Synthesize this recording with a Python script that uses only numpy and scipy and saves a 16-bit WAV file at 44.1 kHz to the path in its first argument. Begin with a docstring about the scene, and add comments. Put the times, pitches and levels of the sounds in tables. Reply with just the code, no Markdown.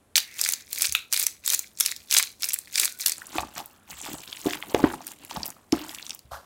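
"""Dry cracks and fine grinding in short twists, then wet squelches, scrapes and knocks, and a soft slide at the end.
A hand pepper mill breaks peppercorns over a steel bowl: snapped noise bursts over gated grit. A wooden spoon
mashes wet food in the bowl: bursts for pops, coloured crackle for squelch and drag, ringing blows for knocks.
A packet slides on the wooden table: coloured grains. A quiet kitchen adds hush and reverberation; one microphone.
"""
import sys
import numpy as np
from scipy import signal
from scipy.fft import rfft, irfft, next_fast_len
from scipy.io import wavfile
from scipy.ndimage import uniform_filter1d, minimum_filter1d

SR = 44100
rng = np.random.default_rng(int(sys.argv[2]) if len(sys.argv) > 2 else 0)


def output_pcm(signal):
    """Save a mono or channel-first signal as 16-bit PCM at the path in sys.argv[1].

    Samples are clipped to [-1, 1] before scaling.
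    """
    pcm = np.clip(np.atleast_2d(signal).T, -1, 1) * 32767
    wavfile.write(sys.argv[1], SR, np.round(pcm).astype(np.int16))


def volts_from_decibels(level):
    """Turn decibel levels (scalar or array-like) into linear amplitude factors."""
    exponent = np.asarray(level, float) / 20
    return 10 ** exponent


N = 284445

# Kitchen hush. Each row: frequency in Hz, relative density in dB per Hz.
HUSH_SPECTRUM = [(18, -29.5), (30, -18.5), (86, -0.5), (134, -11), (221, -7), (554, -13.5), (5310, -32.5),
                 (10200, -26.5), (16000, -40.5)]
HUSH_RMS_DB = -62.5
# Kitchen reverberation. Each row: frequency in Hz, t60 in seconds.
KITCHEN_T60 = [(200, 0.43), (2000, 0.24), (4500, 0.25), (12000, 0.26)]
# Packet sliding to rest on the table. Each row: time in seconds, gain in dB.
SLIDE_GAIN = [(6.3, -82.5), (6.317, -46.5), (6.36, -48), (6.4, -58), (6.449, -65)]
# Colour of the packet. 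Each row: frequency in Hz, relative density in dB per Hz.
PACKET_SPECTRUM = [(240, -30), (400, -13.5), (570, -4), (1440, -4), (2250, -21.5), (4240, -8.5),
                   (9320, -16.5), (13700, -13), (16000, -25.5)]
# Faint rubs in one resonance. Each row: start in seconds, end in seconds, centre in Hz, width in Hz, top level in dB.
RUB_BANDS = [(0.156, 0.655, 2150, 800, -50.5), (2.82, 3.124, 1490, 90, -59),
             (3.598, 3.917, 1350, 702, -64.5), (3.92, 4.196, 7500, 1300, -49.5)]

# Spoon striking the bowl. Each row: peak time in seconds, push peak in dB, pitch in Hz, t60 of the push in seconds.
SPOON_KNOCKS = [(3.3567, -27, 320, 0.086), (3.3839, -20.5, 744, 0.041), (3.4052, -34, 970, 0.029),
                (3.4329, -28, 903, 0.034), (3.578, -35, 710, 0.033), (3.6023, -32.5, 806, 0.056),
                (4.0638, -36, 850, 0.016), (4.1403, -30, 270, 0.017), (4.4603, -16, 344, 0.019),
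                (4.4705, -12.5, 312, 0.019), (4.6363, -39.5, 1020, 0.02), (4.7472, -7, 420, 0.012),
                (4.7947, -26.5, 910, 0.022), (4.8016, -32, 805, 0.019), (4.831, -22, 352, 0.0073),
                (4.8421, -4, 302, 0.017), (4.9383, -29.5, 920, 0.019), (5.0071, -38, 740, 0.029),
                (5.3126, -32.5, 930, 0.035), (5.3619, -32.5, 920, 0.018), (5.3709, -28.5, 884, 0.018),
                (5.379, -28.5, 169, 0.02), (5.7297, -9.5, 307.5, 0.064)]
# Modes of the loaded bowl. Each row: frequency in Hz, dB over the push for a blow at that pitch, t60 in seconds.
BOWL_MODES = [(253, -22.5, 0.13), (314.7, -28.5, 0.19), (460, -24, 0.089), (592, -19.5, 0.11),
              (709, -13, 0.1), (847, -2.5, 0.049), (1148, 2, 0.025)]
# Jolts of the table top. Each row: peak time in seconds, push peak in dB.
TABLE_JOLTS = [(0.8934, -45), (3.3896, -39.5), (3.937, -52), (4.139, -51), (4.464, -51), (4.75, -39),
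               (4.8416, -32), (5.374, -38), (5.7295, -42.5), (6.255, -50.5), (6.3236, -43)]
# Overtone of the table top. Each row: frequency in Hz, dB over the push, t60 in seconds.
TABLE_MODES = [(121, 5, 0.1)]

# Air pockets bursting in the mash. Each row: time in seconds, peak in dB, pitch in Hz, spread in octaves.
MASH_POPS = [(3.1815, -23, 8630, 0.25), (3.2194, -27, 1620, 0.12), (3.269, -27, 9240, 0.26),
             (3.3834, -16, 2600, 0.27), (3.5802, -17.5, 4180, 0.77), (3.659, -22.5, 12300, 0.38),
             (4.015, -23, 7770, 0.21), (4.053, -19.5, 6500, 0.91), (4.065, -24, 4800, 0.8),
             (4.1321, -19, 11000, 0.68), (4.277, -29.5, 3570, 0.24), (4.3285, -19.5, 2570, 0.36),
             (4.371, -26.5, 3030, 0.42), (4.5085, -17.5, 2310, 0.49), (4.5343, -14, 2120, 0.55),
             (4.6258, -18.5, 2330, 0.32), (4.747, -7.5, 2060, 0.91), (4.841, -13.5, 1480, 0.18),
             (5.0686, -18, 12000, 0.61), (5.0786, -21.5, 8770, 0.78), (5.118, -20.5, 9200, 0.39),
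             (5.2494, -23, 6750, 1.1), (5.3102, -21.5, 3020, 0.58), (5.364, -22.5, 4300, 0.19),
             (5.4319, -16.5, 4360, 0.27), (5.4571, -18, 10100, 0.28), (5.464, -14.5, 11100, 0.82),
             (5.4793, -18.5, 13700, 0.17), (5.5035, -20, 8800, 0.46), (5.566, -42, 1090, 0.17),
             (5.7239, -8, 4900, 0.55), (5.8935, -23, 3660, 0.57), (5.9477, -23, 4800, 0.5),
             (5.986, -27, 2980, 0.21), (6.0266, -23.5, 4250, 0.26), (6.066, -20.5, 4100, 0.46),
             (6.0953, -21, 5100, 0.7), (6.1066, -16.5, 4460, 0.4), (6.1487, -18.5, 12000, 0.43),
             (6.192, -28.5, 6220, 0.55)]
# Strokes of the spoon. Each row: start in seconds, end in seconds, wet crackle gain in dB, bowl drag gain in dB.
SPOON_STROKES = [(3.184, 3.322, -53.5, -59), (3.357, 3.409, -39, -40.5), (3.576, 3.603, -41.5, -48),
                 (3.91, 3.921, -42, -49), (3.991, 4.04, -46.5, -62), (4.058, 4.153, -46.5, -47),
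                 (4.183, 4.415, -48, -62.5), (4.449, 4.556, -40, -48), (4.6, 4.71, -53.5, -57.5),
                 (4.72, 4.95, -47, -44.5), (5.029, 5.127, -50.5, -61), (5.213, 5.244, -58, -58.5),
                 (5.305, 5.32, -43.5, -60), (5.359, 5.36, -46.5, -43), (5.414, 5.493, -51.5, -50.5),
                 (5.751, 5.925, -46.5, -51.5), (5.94, 6.144, -52, -61)]
# Colour of the wet crackle. Each row: frequency in Hz, relative density in dB per Hz.
WET_SPECTRUM = [(590, -41), (1000, -3.5), (2180, -2), (2810, 0), (5310, -5.5), (7620, -2.5), (9490, -7),
                (16000, -7.5)]
# Colour of the drag. Each row: frequency in Hz, relative density in dB per Hz.
DRAG_SPECTRUM = [(88, -17), (150, -7.5), (319, -3.5), (449, -14), (864, -6), (1400, -13), (2730, -25),
                 (4500, -31), (5850, -44.5), (9900, -120)]
# A stroke leads in, drops quickly, then the food settles from a level under the stroke.
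LEAD_IN_S, LIFT_DB_PER_S, SETTLE_DB, SETTLE_DB_PER_S = 0.066, 502, -12, 84
# A knock shakes the food: drag gain under the knock, and its fade.
SKID_DB, SKID_DB_PER_S = -25, 366

# Peppercorns breaking between the burrs. Each row: time in seconds, peak in dB before the bass cut, band centre in Hz.
PEPPER_CRACKS = [(0.1607, -5, 7150), (0.169, -14, 7960), (0.1795, 4.5, 4140), (0.391, -15, 2400),
                 (0.4142, -3, 7400), (0.4394, -5.5, 5960), (0.4785, -14.5, 7200), (0.489, -3, 7600),
                 (0.5226, -7, 9300), (0.536, -8.5, 6500), (0.7302, -8.5, 8800), (0.821, -1.5, 6700),
                 (0.8471, -22.5, 4070), (0.8539, -6, 4400), (0.9237, -5, 7560), (0.9508, 5, 2280),
                 (1.127, -4, 7000), (1.1349, -5, 7200), (1.1427, -7, 4300), (1.1644, -7.5, 5400),
                 (1.175, -13.5, 8750), (1.197, -3.5, 8830), (1.228, -4.5, 9450), (1.2352, -16.5, 7000),
                 (1.267, -1.5, 8200), (1.4773, -3, 6300), (1.5019, -6, 5500), (1.5214, -10, 9100),
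                 (1.5346, -5.5, 9660), (1.5411, -13.5, 6330), (1.5929, -4.5, 7750), (1.801, -4, 9120),
                 (1.8074, 4.5, 7160), (1.8615, -3, 8300), (1.964, -17, 5000), (2.1117, -6.5, 6360),
                 (2.1261, 1, 3760), (2.1436, -8, 9630), (2.1666, 10.5, 3840), (2.1834, -1.5, 7930),
                 (2.2271, -2, 5400), (2.4225, -14, 8700), (2.4429, -5, 5640), (2.4896, -7.5, 11000),
                 (2.534, -6.5, 9300), (2.5411, -5, 11030), (2.5883, -11, 9450), (2.7982, -2.5, 7200),
                 (2.8163, -12, 7100), (2.8412, -19, 5240), (2.8466, -9, 8530), (2.8553, -2, 6930),
                 (3.0596, -15, 6500), (3.0614, 4.5, 7060), (3.0718, -5, 10000), (3.082, -5, 9200),
                 (3.096, -6, 7700), (3.12, -10, 6160)]
# Colour of the grinding. Each row: frequency in Hz, relative density in dB per Hz.
GRIND_SPECTRUM = [(180, -55), (300, -15), (870, -18), (2360, 0), (3030, -9), (3460, -2), (6520, 0),
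                  (12300, -6), (16000, -6.5)]
# Upper bowl modes that answer the mill. Each row: centre in Hz, width in Hz, added response in dB.
BOWL_SHEEN = [(1940, 1800, 0.5), (4040, 720, 5.5), (6500, 190, -2.5)]
# Twists of the wrist, faint ones as the hand regrips. Each row: full speed from and to in seconds,
# grinding gain at the start and at the end in dB, run-up in seconds.
WRIST_TWISTS = [(0.157, 0.186, -15.5, -34.5, 0.002), (0.398, 0.534, -31.5, -36.5, 0.11),
                (0.585, 0.626, -50, -57.5, 0.011), (0.717, 0.85, -41.5, -23.5, 0.055),
                (1.127, 1.241, -36, -28.5, 0.029), (1.445, 1.539, -38, -23, 0.019),
                (1.791, 1.918, -40, -34.5, 0.043), (1.994, 2.057, -55, -64, .02),
                (2.126, 2.197, -26, -25, 0.055), (2.433, 2.537, -32.5, -42.5, 0.056),
                (2.613, 2.697, -55.5, -59.5, .02), (2.763, 2.844, -28, -21.5, 0.073),
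                (2.999, 3.112, -36.5, -38, 0.032)]
# Climb of any run-up, twist or stroke.
RUN_UP_DB = 35
# The hand stops: a quick drop, then crumbs trickle from a level under the twist.
STOP_DB_PER_S, TRICKLE_DB, TRICKLE_DB_PER_S = 901.5, -12, 158.5
# Each crack sheds crumbs into the grinding: gain under the crack, and its fade.
CRUMBS_DB, CRUMBS_DB_PER_S = -39, 408


def unit(x):
    """Scaled to rms 1."""
    return x / np.sqrt(np.mean(x ** 2) + 1e-20)


def along(points, hz):
    """(Hz, value) points read on a log frequency axis."""
    point_hz, value = np.transpose(points)
    return np.interp(np.log(hz + 1), np.log(point_hz + 1), value)


def gain_curve(rows):
    """Gain per sample from (s, dB) rows, -120 dB outside them."""
    s, db = np.transpose(rows)
    return volts_from_decibels(np.interp(np.arange(N) / SR, s, db, -120, -120))


def filtered(x, response):
    """x times a response of frequency."""
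    size = next_fast_len(N + SR // 2)
    return irfft(rfft(x, size) * response(np.fft.rfftfreq(size, 1 / SR)), size)[:N]


def coloured(x, spectrum, flat_hz):
    """x whitened over flat_hz, shaped by a spectrum and scaled to rms 1."""
    z = rfft(x)
    own = np.sqrt(uniform_filter1d(np.abs(z) ** 2, int(flat_hz * N / SR) + 1))
    colour = volts_from_decibels(along(spectrum, np.fft.rfftfreq(N, 1 / SR)))
    return unit(irfft(z / own * colour, N))


def bursts(s, db, hz, spread_oct, decay_s, skirt_db, snap, size=512):
    """Short decaying noise bursts, each centred on its own band and led by a sharp snap."""
    t = (np.arange(size) - size // 4) / SR
    body = np.exp(-np.abs(t) / np.where(t < 0, decay_s / 16, decay_s))
    shape = body + snap * np.exp(-np.abs(t) * 8 / decay_s)
    octaves = np.log2((np.fft.rfftfreq(size, 1 / SR) + 1) / np.c_[hz]) / np.c_[spread_oct]
    # no two fragments share a colour
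    lumps = unit(uniform_filter1d(rng.standard_normal(octaves.shape), size // 32))
    colour = (np.exp(-octaves ** 2 / 4) + volts_from_decibels(skirt_db)) * volts_from_decibels(3 * lumps)
    noise = rng.standard_normal((len(s), size))
    rows = irfft(rfft(shape * noise) * colour, size)
    rows *= volts_from_decibels(np.c_[db]) / np.abs(rows).max(1, keepdims=True)
    at = np.round(np.c_[s] * SR).astype(int) + np.arange(size)
    return np.bincount(at.ravel(), rows.ravel(), N + size * 2)[size // 4:][:N]


def crackle(start_s, end_s, count, hz, scatter_oct, spread_oct, decay_s, size_db, hiss):
    """Random grains of uneven size, rms 1 over their span, on a steady hiss."""
    when, pitch, big = rng.random((count, 3)).T
    s = start_s + when * (end_s - start_s)
    db = -size_db * np.log(big + 1 / 20)
    centre_hz = np.minimum(hz * 2 ** (scatter_oct * (2 * pitch - 1)), SR / 2.5)
    grains = bursts(s, db, centre_hz, np.full(count, spread_oct), decay_s, -21.5, snap=0.27, size=256)
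    grains = grains / np.sqrt(np.sum(grains ** 2) / ((end_s - start_s) * SR))
    return grains + hiss * rng.standard_normal(N)


def blows(events, modes, reach_db, rise_cycles):
    """Soft blows swell over a cycle or so at their own pitch and set modes ringing, less by reach_db per octave squared."""
    out, t = np.zeros(N + SR), np.arange(SR // 3) / SR
    mode_hz, level_db, mode_t60 = np.transpose(modes)[:, :, None]
    for s, db, hz, push_t60 in events:
        share_db = level_db - reach_db * np.log2(mode_hz / hz) ** 2 + rng.normal(0, 1.5, mode_hz.shape)
        rise_s = rise_cycles / hz
        swell = 1 - np.exp(-(1.09 * t / rise_s) ** 2)
        push = swell * volts_from_decibels(-60 * t / push_t60) * np.cos(2 * np.pi * hz * (t - rise_s))
        partials = volts_from_decibels(share_db - 60 * t / mode_t60) * np.cos(2 * np.pi * mode_hz * (t - rise_s))
        ring = swell * partials.sum(0)
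        out[round((s - rise_s) * SR):][:len(t)] += volts_from_decibels(db) * (push / np.abs(push).max() + ring)
    return out[:N]


def gesture(start_s, end_s, first_db, last_db, lead_s, drop_db_per_s, linger_db, fade_db_per_s):
    """Gain of one movement: a run-up, a hold between two levels, a quick drop and a slower remainder."""
    t = np.arange(N) / SR
    after = np.maximum(t - end_s, 0)
    run_up_db = RUN_UP_DB * np.maximum(start_s - t, 0) / max(lead_s, 1e-3)
    held_db = np.interp(t, [start_s, end_s], [first_db, last_db]) - run_up_db
    return volts_from_decibels(held_db) * np.maximum(volts_from_decibels(-drop_db_per_s * after), volts_from_decibels(linger_db - fade_db_per_s * after))


def wake(events, under_db, fade_db_per_s):
    """Gain that jumps at each event and fades."""
    s, db = np.transpose(events)[:2]
    kicks = np.bincount(np.round(s * SR).astype(int), volts_from_decibels(db + under_db), N)
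    return signal.lfilter([1], [1, -volts_from_decibels(-fade_db_per_s / SR)], kicks)


def hush():
    """Steady coloured noise of the quiet kitchen."""
    return volts_from_decibels(HUSH_RMS_DB) * coloured(rng.standard_normal(N), HUSH_SPECTRUM, flat_hz=500)


def kitchen(x):
    """Reverberation: decaying noise with t60 set by frequency, a new tail for each quarter second."""
    out, step = np.zeros(N + SR), SR // 4
    for a in range(0, N, step):
        hz, t, z = signal.stft(rng.standard_normal(SR // 2), SR, nperseg=256)
        decay = volts_from_decibels(-60 * t / along(KITCHEN_T60, hz)[:, None])
        tail = signal.istft(z * decay, SR, nperseg=256)[1]
        wet = signal.fftconvolve(x[a:a + step], tail / np.linalg.norm(tail))
        out[a + 130:][:len(wet)] += wet  # 3 ms behind the direct sound
    return out[:N]


def open_bowl(x):
    """Upper modes of the bowl as resonant bands added to x."""
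    def response(f):
        return 1 + sum(volts_from_decibels(db) * 1j * f * width / (hz * hz - f * f + 1j * f * width)
                       for hz, width, db in BOWL_SHEEN)
    return filtered(x, response)


def rubs():
    """Hands and spoon sliding lightly: noise in one resonance, swelling and fading."""
    out, t = np.zeros(N), np.arange(N) / SR
    for start_s, end_s, hz, width_hz, db in RUB_BANDS:
        band = filtered(rng.standard_normal(N), lambda f: np.exp(-((f - hz) / width_hz) ** 2 * 2))
        swell = np.sin(np.pi * np.clip((t - start_s) / (end_s - start_s), 0, 1)) ** .5
        out += volts_from_decibels(db) * unit(band) * swell
    return out


def packet():
    """A soft, slightly grainy slide: coloured grains and hiss under a gain curve."""
    grain = crackle(6.29, 6.45, count=120, hz=1200, scatter_oct=1.2, spread_oct=.3, decay_s=.003,
                    size_db=2, hiss=.8)
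    return gain_curve(SLIDE_GAIN) * coloured(grain, PACKET_SPECTRUM, flat_hz=302)


def knocks():
    """Spoon blows ring the modes of the loaded bowl; low jolts ring the table top."""
    bowl = blows(SPOON_KNOCKS, BOWL_MODES, reach_db=5.4, rise_cycles=1.04)
    jolts = [(s, db, 70, .2) for s, db in TABLE_JOLTS]  # 70 Hz, t60 0.2 s
    return bowl + blows(jolts, TABLE_MODES, reach_db=0, rise_cycles=0.78)


def stroke(start_s, end_s, db):
    """Gain of one spoon stroke: a lead-in, a steady hold, a quick drop and the food settling."""
    return gesture(start_s, end_s, db, db, LEAD_IN_S, LIFT_DB_PER_S, SETTLE_DB, SETTLE_DB_PER_S)


def mash():
    """Pops and fine crackle of the wet food, and the lower rub of the spoon dragging through it."""
    s, db, hz, spread_oct = np.transpose(MASH_POPS)
    pops = bursts(s, db, hz, np.maximum(spread_oct, .1), decay_s=0.0012, skirt_db=-43.5, snap=0.71)
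    wet_gain = sum(stroke(a, b, wet_db) for a, b, wet_db, _ in SPOON_STROKES)
    drag_gain = sum(stroke(a, b, drag_db) for a, b, _, drag_db in SPOON_STROKES)
    drag_gain = drag_gain + wake(SPOON_KNOCKS, SKID_DB, SKID_DB_PER_S)
    fizz = crackle(3.1, 6.45, count=2400, hz=6500, scatter_oct=1.7, spread_oct=0.28, decay_s=0.0018,
                   size_db=5.0, hiss=0.21)
    rub = crackle(3.1, 6.45, count=900, hz=603, scatter_oct=0.92, spread_oct=0.25, decay_s=0.0046,
                  size_db=-3.0, hiss=0.25)
    wet = wet_gain * coloured(fizz, WET_SPECTRUM, flat_hz=300)
    drag = drag_gain * coloured(rub, DRAG_SPECTRUM, flat_hz=60)
    return pops + wet + drag


def mill():
    """Peppercorns crack as snapped bursts over fine grit gated by the twists and shed crumbs."""
    s, db, hz = np.transpose(PEPPER_CRACKS)
    cracks = bursts(s, db, hz, np.full(len(s), .4), decay_s=0.0021, skirt_db=-7.5, snap=1.2)
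    cracks = filtered(cracks, lambda f: f ** 2 / (f ** 2 + 1200 ** 2))  # a small mill radiates no bass
    grit = crackle(.1, 3.2, count=1300, hz=5440, scatter_oct=1.43, spread_oct=0.45, decay_s=0.0011,
                   size_db=7.0, hiss=0.44)
    turning = sum(gesture(*row, STOP_DB_PER_S, TRICKLE_DB, TRICKLE_DB_PER_S) for row in WRIST_TWISTS)
    crumbs = wake(PEPPER_CRACKS, CRUMBS_DB, CRUMBS_DB_PER_S)
    return cracks + (turning + crumbs) * coloured(grit, GRIND_SPECTRUM, flat_hz=300)


def scene():
    """Close sources, their reverberation and the steady hush; the bowl colours only the mill's reverberation."""
    grind = mill()
    stir = mash() + knocks() + packet() + rubs()
    room = kitchen(volts_from_decibels(-18.0) * open_bowl(grind) + volts_from_decibels(-14.5) * stir)
    return (grind + stir + room + hush())[None]


def low_pass(x):
    """Removes everything above the highest recorded frequency."""
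    return signal.sosfilt(signal.butter(12, 17140, fs=SR, output="sos"), x)


def record(dry):
    """A fast limiter holds the highest peaks near 0.8, then the top of the band rolls off."""
    need = np.minimum(1, .8 / (np.abs(dry[0]) + 1e-9))
    gain = uniform_filter1d(minimum_filter1d(need, size=88), size=88)  # 2 ms windows
    mix = filtered(dry[0] * gain, lambda f: 1 / (1 + (f / 16100) ** 50))
    return low_pass(mix[None])


dry = scene()
out = record(dry)
output_pcm(out)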